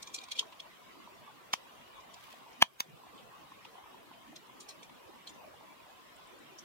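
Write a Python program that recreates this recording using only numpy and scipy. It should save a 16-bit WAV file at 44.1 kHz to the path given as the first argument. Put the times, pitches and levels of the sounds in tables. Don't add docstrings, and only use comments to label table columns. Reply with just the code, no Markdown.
import sys
import numpy as np
from scipy import signal
from scipy.fft import rfft, irfft, next_fast_len
from scipy.io import wavfile
from scipy.ndimage import uniform_filter1d, map_coordinates

SR = 44100
rng = np.random.default_rng(int(sys.argv[2]) if len(sys.argv) > 2 else 0)


def dump(signal):
    limited = np.clip(np.atleast_2d(signal).T, -1, 1)
    pcm = np.round(limited * 32767).astype(np.int16)
    wavfile.write(sys.argv[1], SR, pcm)


N = 293118


def amp(db):
    return 10 ** (np.asarray(db) / 20)


def unit(x):
    return x / np.sqrt(np.mean(x ** 2) + 1e-20)


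def along(points, hz):
    f, v = np.transpose(points)
    return np.interp(np.log(hz + 1), np.log(f + 1), v)


def curves(rows):
    s, *columns = np.transpose(rows)
    return [np.interp(np.arange(N) / SR, s, column) for column in columns]


def drift(rate):
    knots = rng.standard_normal(int(N * rate / SR) + 4)
    return map_coordinates(knots, [np.arange(N) * rate / SR])


def swell(t, rise_ms, fall_ms):
    return np.exp(np.where(t < 0, 1000 * t / rise_ms, -1000 * t / fall_ms))


def filtered(x, response):
    m = next_fast_len(x.shape[-1] + 8192)
    return irfft(rfft(x, m) * response(np.fft.rfftfreq(m, 1 / SR)), m)[..., :x.shape[-1]]


def body(modes):
    def response(f):
        total = 0
        for k, (centre, width, db) in enumerate(modes):
            damping = 1j * f * width
            total = total + (-1) ** k * amp(db) * damping / (centre * centre - f * f + damping)
        return total
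    return response


def add(track, s, sound, start=0):
    i = round((s + start) * SR)
    part = track[..., max(i, 0):][..., :sound.shape[-1] + min(i, 0)]
    part += sound[..., max(-i, 0):][..., :part.shape[-1]]


def rush(spectrum, patchy_db, size):
    z = signal.stft(rng.standard_normal((2, N)), nperseg=1024)[2]
    field = uniform_filter1d(rng.standard_normal(z.shape[1:]), size=3, axis=0)
    field = uniform_filter1d(field, size=size, axis=1)
    pair = signal.istft(z * amp(patchy_db * unit(field)), nperseg=1024)[1][:, :N]
    return unit(filtered(pair, lambda hz: amp(along(spectrum, hz))))


# (frequency [Hz], time to fall 60 dB [s])
GROUND = [(300, 0.053), (2500, 0.098), (8000, 0.12), (15000, 0.088)]


def echoes():
    hz, t, z = signal.stft(rng.standard_normal((2, SR // 4)), SR, nperseg=256)
    fading = z * amp(-60 * t / along(GROUND, hz)[:, None])
    tail = signal.istft(fading, SR, nperseg=256)[1]
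    return np.pad(tail / np.linalg.norm(tail[0]), ((0, 0), (round(0.0081 * SR), 0)))


def outdoors(sound, wet_db):
    wet = amp(wet_db) * signal.fftconvolve(sound, echoes(), axes=1)
    return wet + np.pad(sound, ((0, 0), (0, wet.shape[1] - sound.shape[1])))


# (time [s], rms level of the murmur [dB], rms level of the rumble [dB])
STREAM = [(0.0, -58.5, -65.5), (0.37, -58, -64.5), (0.7, -60.5, -62.5), (1.05, -59, -61), (1.61, -59, -67),
          (2.41, -57, -66), (2.78, -64, -66), (3.24, -56, -61.5), (3.46, -59.5, -64), (3.91, -56.5, -65),
          (4.33, -62.5, -61), (4.46, -60, -63), (5.54, -57.5, -63), (5.83, -59, -69.5), (6.65, -59.5, -60)]
# (frequency [Hz], relative level [dB])
RUMBLE = [(18, -51), (30, -72.5), (75, -19), (144, -0.5), (225, 1), (275, 1), (335, 1.5), (367, 0),
          (700, -10.5), (910, -32), (1540, -120)]
MURMUR = [(320, -12), (550, -5.5), (706, -4), (875, -4), (1030, -0.5), (1170, -3), (1330, -15), (1600, -28),
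          (2080, -45), (3520, -120)]
SPLASH = [(820, -12), (1400, -4), (1560, -5.5), (1860, -5.5), (2110, -6), (3020, -6), (3450, -7.5),
          (4140, -12), (6000, -17.5), (7800, -20.5), (13200, -120)]
HISS = [(2650, -50.5), (4500, -26.5), (8110, -6), (8600, -6.5), (9820, -6.5), (15100, -5.5), (16000, -8.5)]
SPLASH_DB, DRIFT_DB = -60, 0.57
HISS_DB = -71
RUMBLE_PATCHY_DB, MURMUR_PATCHY_DB = 5.5, 4.3


def stream():
    murmur_db, rumble_db = curves(STREAM)
    splash_db = SPLASH_DB + DRIFT_DB * drift(2.97)
    rumble = amp(rumble_db) * rush(RUMBLE, patchy_db=RUMBLE_PATCHY_DB, size=6)
    murmur = amp(murmur_db) * rush(MURMUR, patchy_db=MURMUR_PATCHY_DB, size=4)
    splash = amp(splash_db) * rush(SPLASH, patchy_db=4.0, size=4)
    hiss = amp(HISS_DB) * rush(HISS, patchy_db=-1.0, size=4)
    return rumble + murmur + splash + hiss


# (frequency [Hz], relative level [dB])
CRUST = [(880, -36), (1500, -11), (1850, -5), (3120, -3), (7920, -16.5), (13800, -17), (16000, -16)]
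SCRAPE_S, SCRAPE_DB, SCRAPE_RISE_MS, SCRAPE_HOLD_S, SCRAPE_FALL_MS = 2.188, -58.5, 28, 0.14, 60


def lift():
    t = np.arange(N) / SR - SCRAPE_S
    held_t = t - np.clip(t, 0, SCRAPE_HOLD_S)
    stroke = swell(held_t, SCRAPE_RISE_MS, SCRAPE_FALL_MS)
    grains = amp(3.7 * unit(uniform_filter1d(rng.standard_normal(N), size=300)))
    return amp(SCRAPE_DB) * stroke * unit(grains * rush(CRUST, patchy_db=-1.5, size=2))


# (frequency [Hz], width [Hz], relative level [dB])
STEEL = [(2400, 37, -4), (2780, 50, -12), (3250, 110, -2), (3830, 39, -2), (4120, 35, -4), (4390, 62, -7),
         (4660, 50, -7), (4870, 40, -5), (5290, 45, -9), (5500, 58, -8), (5890, 30, -9), (6150, 40, -7),
         (6530, 33, -8), (6920, 83, -7), (7260, 52, -9), (7500, 77, -10), (8210, 34, -9), (8410, 79, -11),
         (8900, 60, -14)]
SLIDE_DB, SLIDE_END_S, SLIDE_FALL_MS = -61, 0.42, 69
SLIDE_GRIT_DB = 5


def rubbing():
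    stroke = swell(np.maximum(np.arange(N) / SR - SLIDE_END_S, 0), 1, SLIDE_FALL_MS)
    hz, width, level = np.transpose(STEEL)
    unevenness = unit(uniform_filter1d(rng.standard_normal(N), size=400))
    grit = amp(SLIDE_GRIT_DB * unevenness) * rng.standard_normal((2, N))
    modes = body(np.transpose([hz, width + 90, level]))
    steel = lambda f: modes(f) / (1 + (2100 / (f + 1)) ** 8) / (1 + (f / 7000) ** 4)
    return amp(SLIDE_DB) * stroke * unit(filtered(grit, steel))


# (time [s], level of the loudest 3 ms before echoes [dB], tip ring [dB], treble [dB],
# favoured pitch [Hz], fall of the noise burst [ms])
CLINKS = [(0.0265, -40.5, -1, 7, 5000, 2.7), (0.073, -44.5, 13, 5.5, 6300, 12),
          (0.143, -34.5, 16, 11, 4150, 8.7), (0.161, -43.5, 17, 9, 4150, 4.5),
          (.187, -40, 6, -6, 4170, 2.9), (0.2128, -48.5, 16, 1, 3900, 6.3), (.237, -47, 14, 8, 4000, 3.9),
          (0.285, -52, 15, -5, 3570, 3.3), (0.3178, -33, 12, -0.5, 2970, 6.4),
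          (0.357, -47, 22, 0, 2900, 2.8), (0.378, -44.5, -5, 1, 3230, 3.8),
          (0.392, -22, 3.5, -0.5, 3330, 4.5), (0.4082, -46, 17, -13, 3250, 3.4),
          (0.6035, -40, -12, -4, 3250, 1.7), (2.1402, -50, 7, 7.5, 5000, 2.9),
          (4.36, -46, 10, 2.5, 5150, 7.1), (4.605, -48, -3, 5, 3500, 15), (4.6896, -44, 9, 9, 4120, 16),
          (4.708, -52, 1, -4, 3960, 5), (4.83, -49.5, 18.5, 6.5, 4200, 12),
          (5.273, -43, -10, -3, 4000, 9.5), (5.294, -51.5, -1, 10, 3250, 9.7)]
BURST_RISE_MS, EDGE_DB = 3.9, -37.5


def tongs():
    out, t = np.zeros((2, N)), np.arange(SR // 6) / SR - .02
    hz, width, level = np.transpose(STEEL)
    for s, db, tip_db, treble_db, near_hz, fall_ms in CLINKS:
        favour = -11 * np.tanh(np.abs(np.log(hz / near_hz)) / 0.065)
        tilt = np.select([hz < 2600, hz > 5000], [tip_db, treble_db])
        scatter = rng.normal(0, 2.5, hz.shape)
        size = level + favour + tilt + scatter
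        envelope = swell(t, BURST_RISE_MS, fall_ms) + 0.6 * swell(t, 0.75, 0.13)
        noise = envelope * rng.standard_normal(len(t))
        shift = round(rng.choice([-1, 1]) * rng.uniform(50, 110))
        burst = np.array([noise, np.roll(noise, shift)])
        held = np.where(hz < 2600, 28, width + 45)
        ring = filtered(burst, body(np.transpose([hz, held, size])))
        clank = filtered(burst, body(np.transpose([hz, 6 * width, size - 9])))
        sound = filtered(ring + clank, lambda f: 1 / (1 + (2100 / (f + 1)) ** 8) / (1 + (f / 9000) ** 6))
        edge = filtered(burst, body([(9350, 640, 10), (13300, 1200, 2.0)]))
        sound = sound + amp(treble_db + EDGE_DB) * edge
        power = uniform_filter1d(np.mean(sound ** 2, axis=0), size=130)
        sound = sound / np.sqrt(np.max(power))
        add(out, s, amp(db) * outdoors(sound, wet_db=-17), t[0] + 0.0015)
    return out


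# (time [s], level before the envelope [dB], pitch [Hz])
POPS = [(0.284, -32.5, 1050), (0.427, -29, 1070), (0.524, -34, 1020), (1.074, -32, 980), (1.278, -38, 1084),
        (3.035, -37, 967), (2.338, -35.5, 695), (3.067, -36, 760), (3.519, -31, 1070), (3.652, -34.5, 905),
        (3.754, -34.5, 990), (3.783, -37, 1000), (3.839, -35.5, 1020), (3.944, -34, 965), (4.113, -36, 883),
        (4.496, -34, 1020), (4.897, -37.5, 990)]
FAINT_POP_DB, FAINT_POP_HZ = -38.5, 950


def pops(count=18):
    out, t = np.zeros((2, N)), np.arange(SR // 10) / SR
    when, size, tone = rng.random((count, 3)).T
    faint_db = FAINT_POP_DB + 6 * (size - .5)
    faint_hz = FAINT_POP_HZ * (0.78 + 0.426 * tone)
    faint = np.transpose([when * N / SR, faint_db, faint_hz])
    for s, db, hz in [*POPS, *faint]:
        phase = 2 * np.pi * hz * t + rng.uniform(0, 2.2, (2, 1))
        onset = 1 - np.exp(-t / 0.0028)
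        add(out, s, amp(db - 60 * t / 0.019) * onset * np.sin(phase))
    return out


# (time [s], peak level before echoes [dB], pitch [Hz], fall [ms])
TICKS = [(0.525, -44.5, 2780, 7.6), (1.5322, -18.5, 3560, 1.6), (1.811, -53, 2270, 5.1),
         (1.876, -49, 2510, 4), (2.005, -54, 5240, 6.2), (2.5294, -54, 5430, 6), (2.897, -51, 6700, 1.3),
         (3.177, -48.5, 3230, 30), (3.65, -40.5, 2920, 5.9), (4.134, -46.5, 2700, 8),
         (4.896, -50, 2640, 4.4), (5.339, -57, 6100, 20), (6.163, -53.5, 7900, 4.3),
         (6.272, -56.5, 8260, 6), (6.389, -56, 8300, 4), (6.587, -40, 5850, 9.7)]
TICK_RISE_MS, TICK_WIDTH_HZ = 3.8, 4300


def embers():
    out, t = np.zeros((2, N)), np.arange(SR // 12) / SR - .01
    for s, db, hz, fall_ms in TICKS:
        puff = swell(t, min(TICK_RISE_MS, fall_ms), fall_ms) * rng.standard_normal((2, len(t)))
        resonance = body([(hz, TICK_WIDTH_HZ / np.sqrt(fall_ms), 0)])
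        tick = filtered(puff, lambda f: resonance(f) ** 2)
        add(out, s, amp(db) * outdoors(tick / np.abs(tick).max(), wet_db=-13.5), t[0] + 0.0018)
    return out


# (time [s], gain [dB], thud [dB], log knock [dB], treble [dB], top [dB],
# knock phase between channels [rad], right channel late by [ms])
CRACKS = [(1.5375, -3.5, -7, 2, -4.5, -19.5, 1.6, -0.42), (2.6243, 12, -5, -1, -11.5, -22, 1.6, 0.121),
          (2.8051, -0.5, -9, -1.5, -5, -9.5, 3.1, 0.459)]
# (frequency [Hz], width [Hz], level [dB])
LOG = [(650, 214, 2), (1010, 280, 9)]
COAL = [(1720, 200, -1), (2370, 480, 0.5), (3310, 590, 1), (4850, 370, -4.5)]
SPLINTER = [(5550, 250, 5), (6460, 590, 2), (9140, 910, -7.5), (11400, 710, -10)]
DEEP_DB, DEEP_GROWS = -13, .7


def cracks():
    out, t = np.zeros((2, N)), np.arange(SR // 16) / SR - .02
    half = np.array([[.5], [-.5]])
    snap = np.exp(-(t / .00003) ** 2)
    for s, db, thud_db, knock_db, treble_db, top_db, turn, late_ms in CRACKS:
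        puff = (np.exp(-(t / 0.0032) ** 2) + 0.36 * swell(t, 6.0, 6.5)) * rng.standard_normal(len(t))
        knock = lambda f: amp(knock_db) * body(LOG)(f) * np.exp(1j * turn * half)
        thud = lambda f: amp(thud_db) * body([(60, 200, DEEP_DB + DEEP_GROWS * db), (240, 200, 0)])(f)
        lag = lambda f: np.exp(2j * np.pi * f * half * late_ms / 1000)
        shards = lambda f: (body(COAL)(f) + amp(treble_db) * body(SPLINTER)(f)) * lag(f)
        top = lambda f: amp(top_db) * body([(14600, 2500, 0)])(f) ** 2
        low = filtered(snap + 0.046 * puff, knock) + filtered(snap, thud)
        high = filtered(snap + 0.13 * puff, lambda f: shards(f) + top(f))
        add(out, s, amp(db) * outdoors(low + high, wet_db=-21), t[0])
    return out


def scene():
    return stream() + lift() + rubbing() + tongs() + pops() + embers() + cracks()


TOP_HZ = 15850


def record(dry):
    power = uniform_filter1d(np.mean(dry ** 2, axis=0), size=256)
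    level_db = 20 * np.log10(np.abs(power) ** .5 + 1e-9)
    over_db = np.maximum(level_db + 22, 0)
    t = np.arange(SR) / SR
    release = np.clip(t / 0.0015, 0, 1) * np.exp(-(t / 0.26) ** 2)
    duck_db = 0.0016 * signal.fftconvolve(over_db, release)[:N]
    own_hiss = amp(-73.5) * rush(HISS, patchy_db=6.5, size=4)
    ducked = dry * amp(-duck_db) + own_hiss
    rounded = ducked / (1 + np.abs(ducked / .93) ** 6) ** (1 / 6)
    return filtered(rounded, lambda hz: (hz < TOP_HZ) / (1 + (38 / (hz + 1)) ** 3))


dry = scene()
out = record(dry)
dump(out)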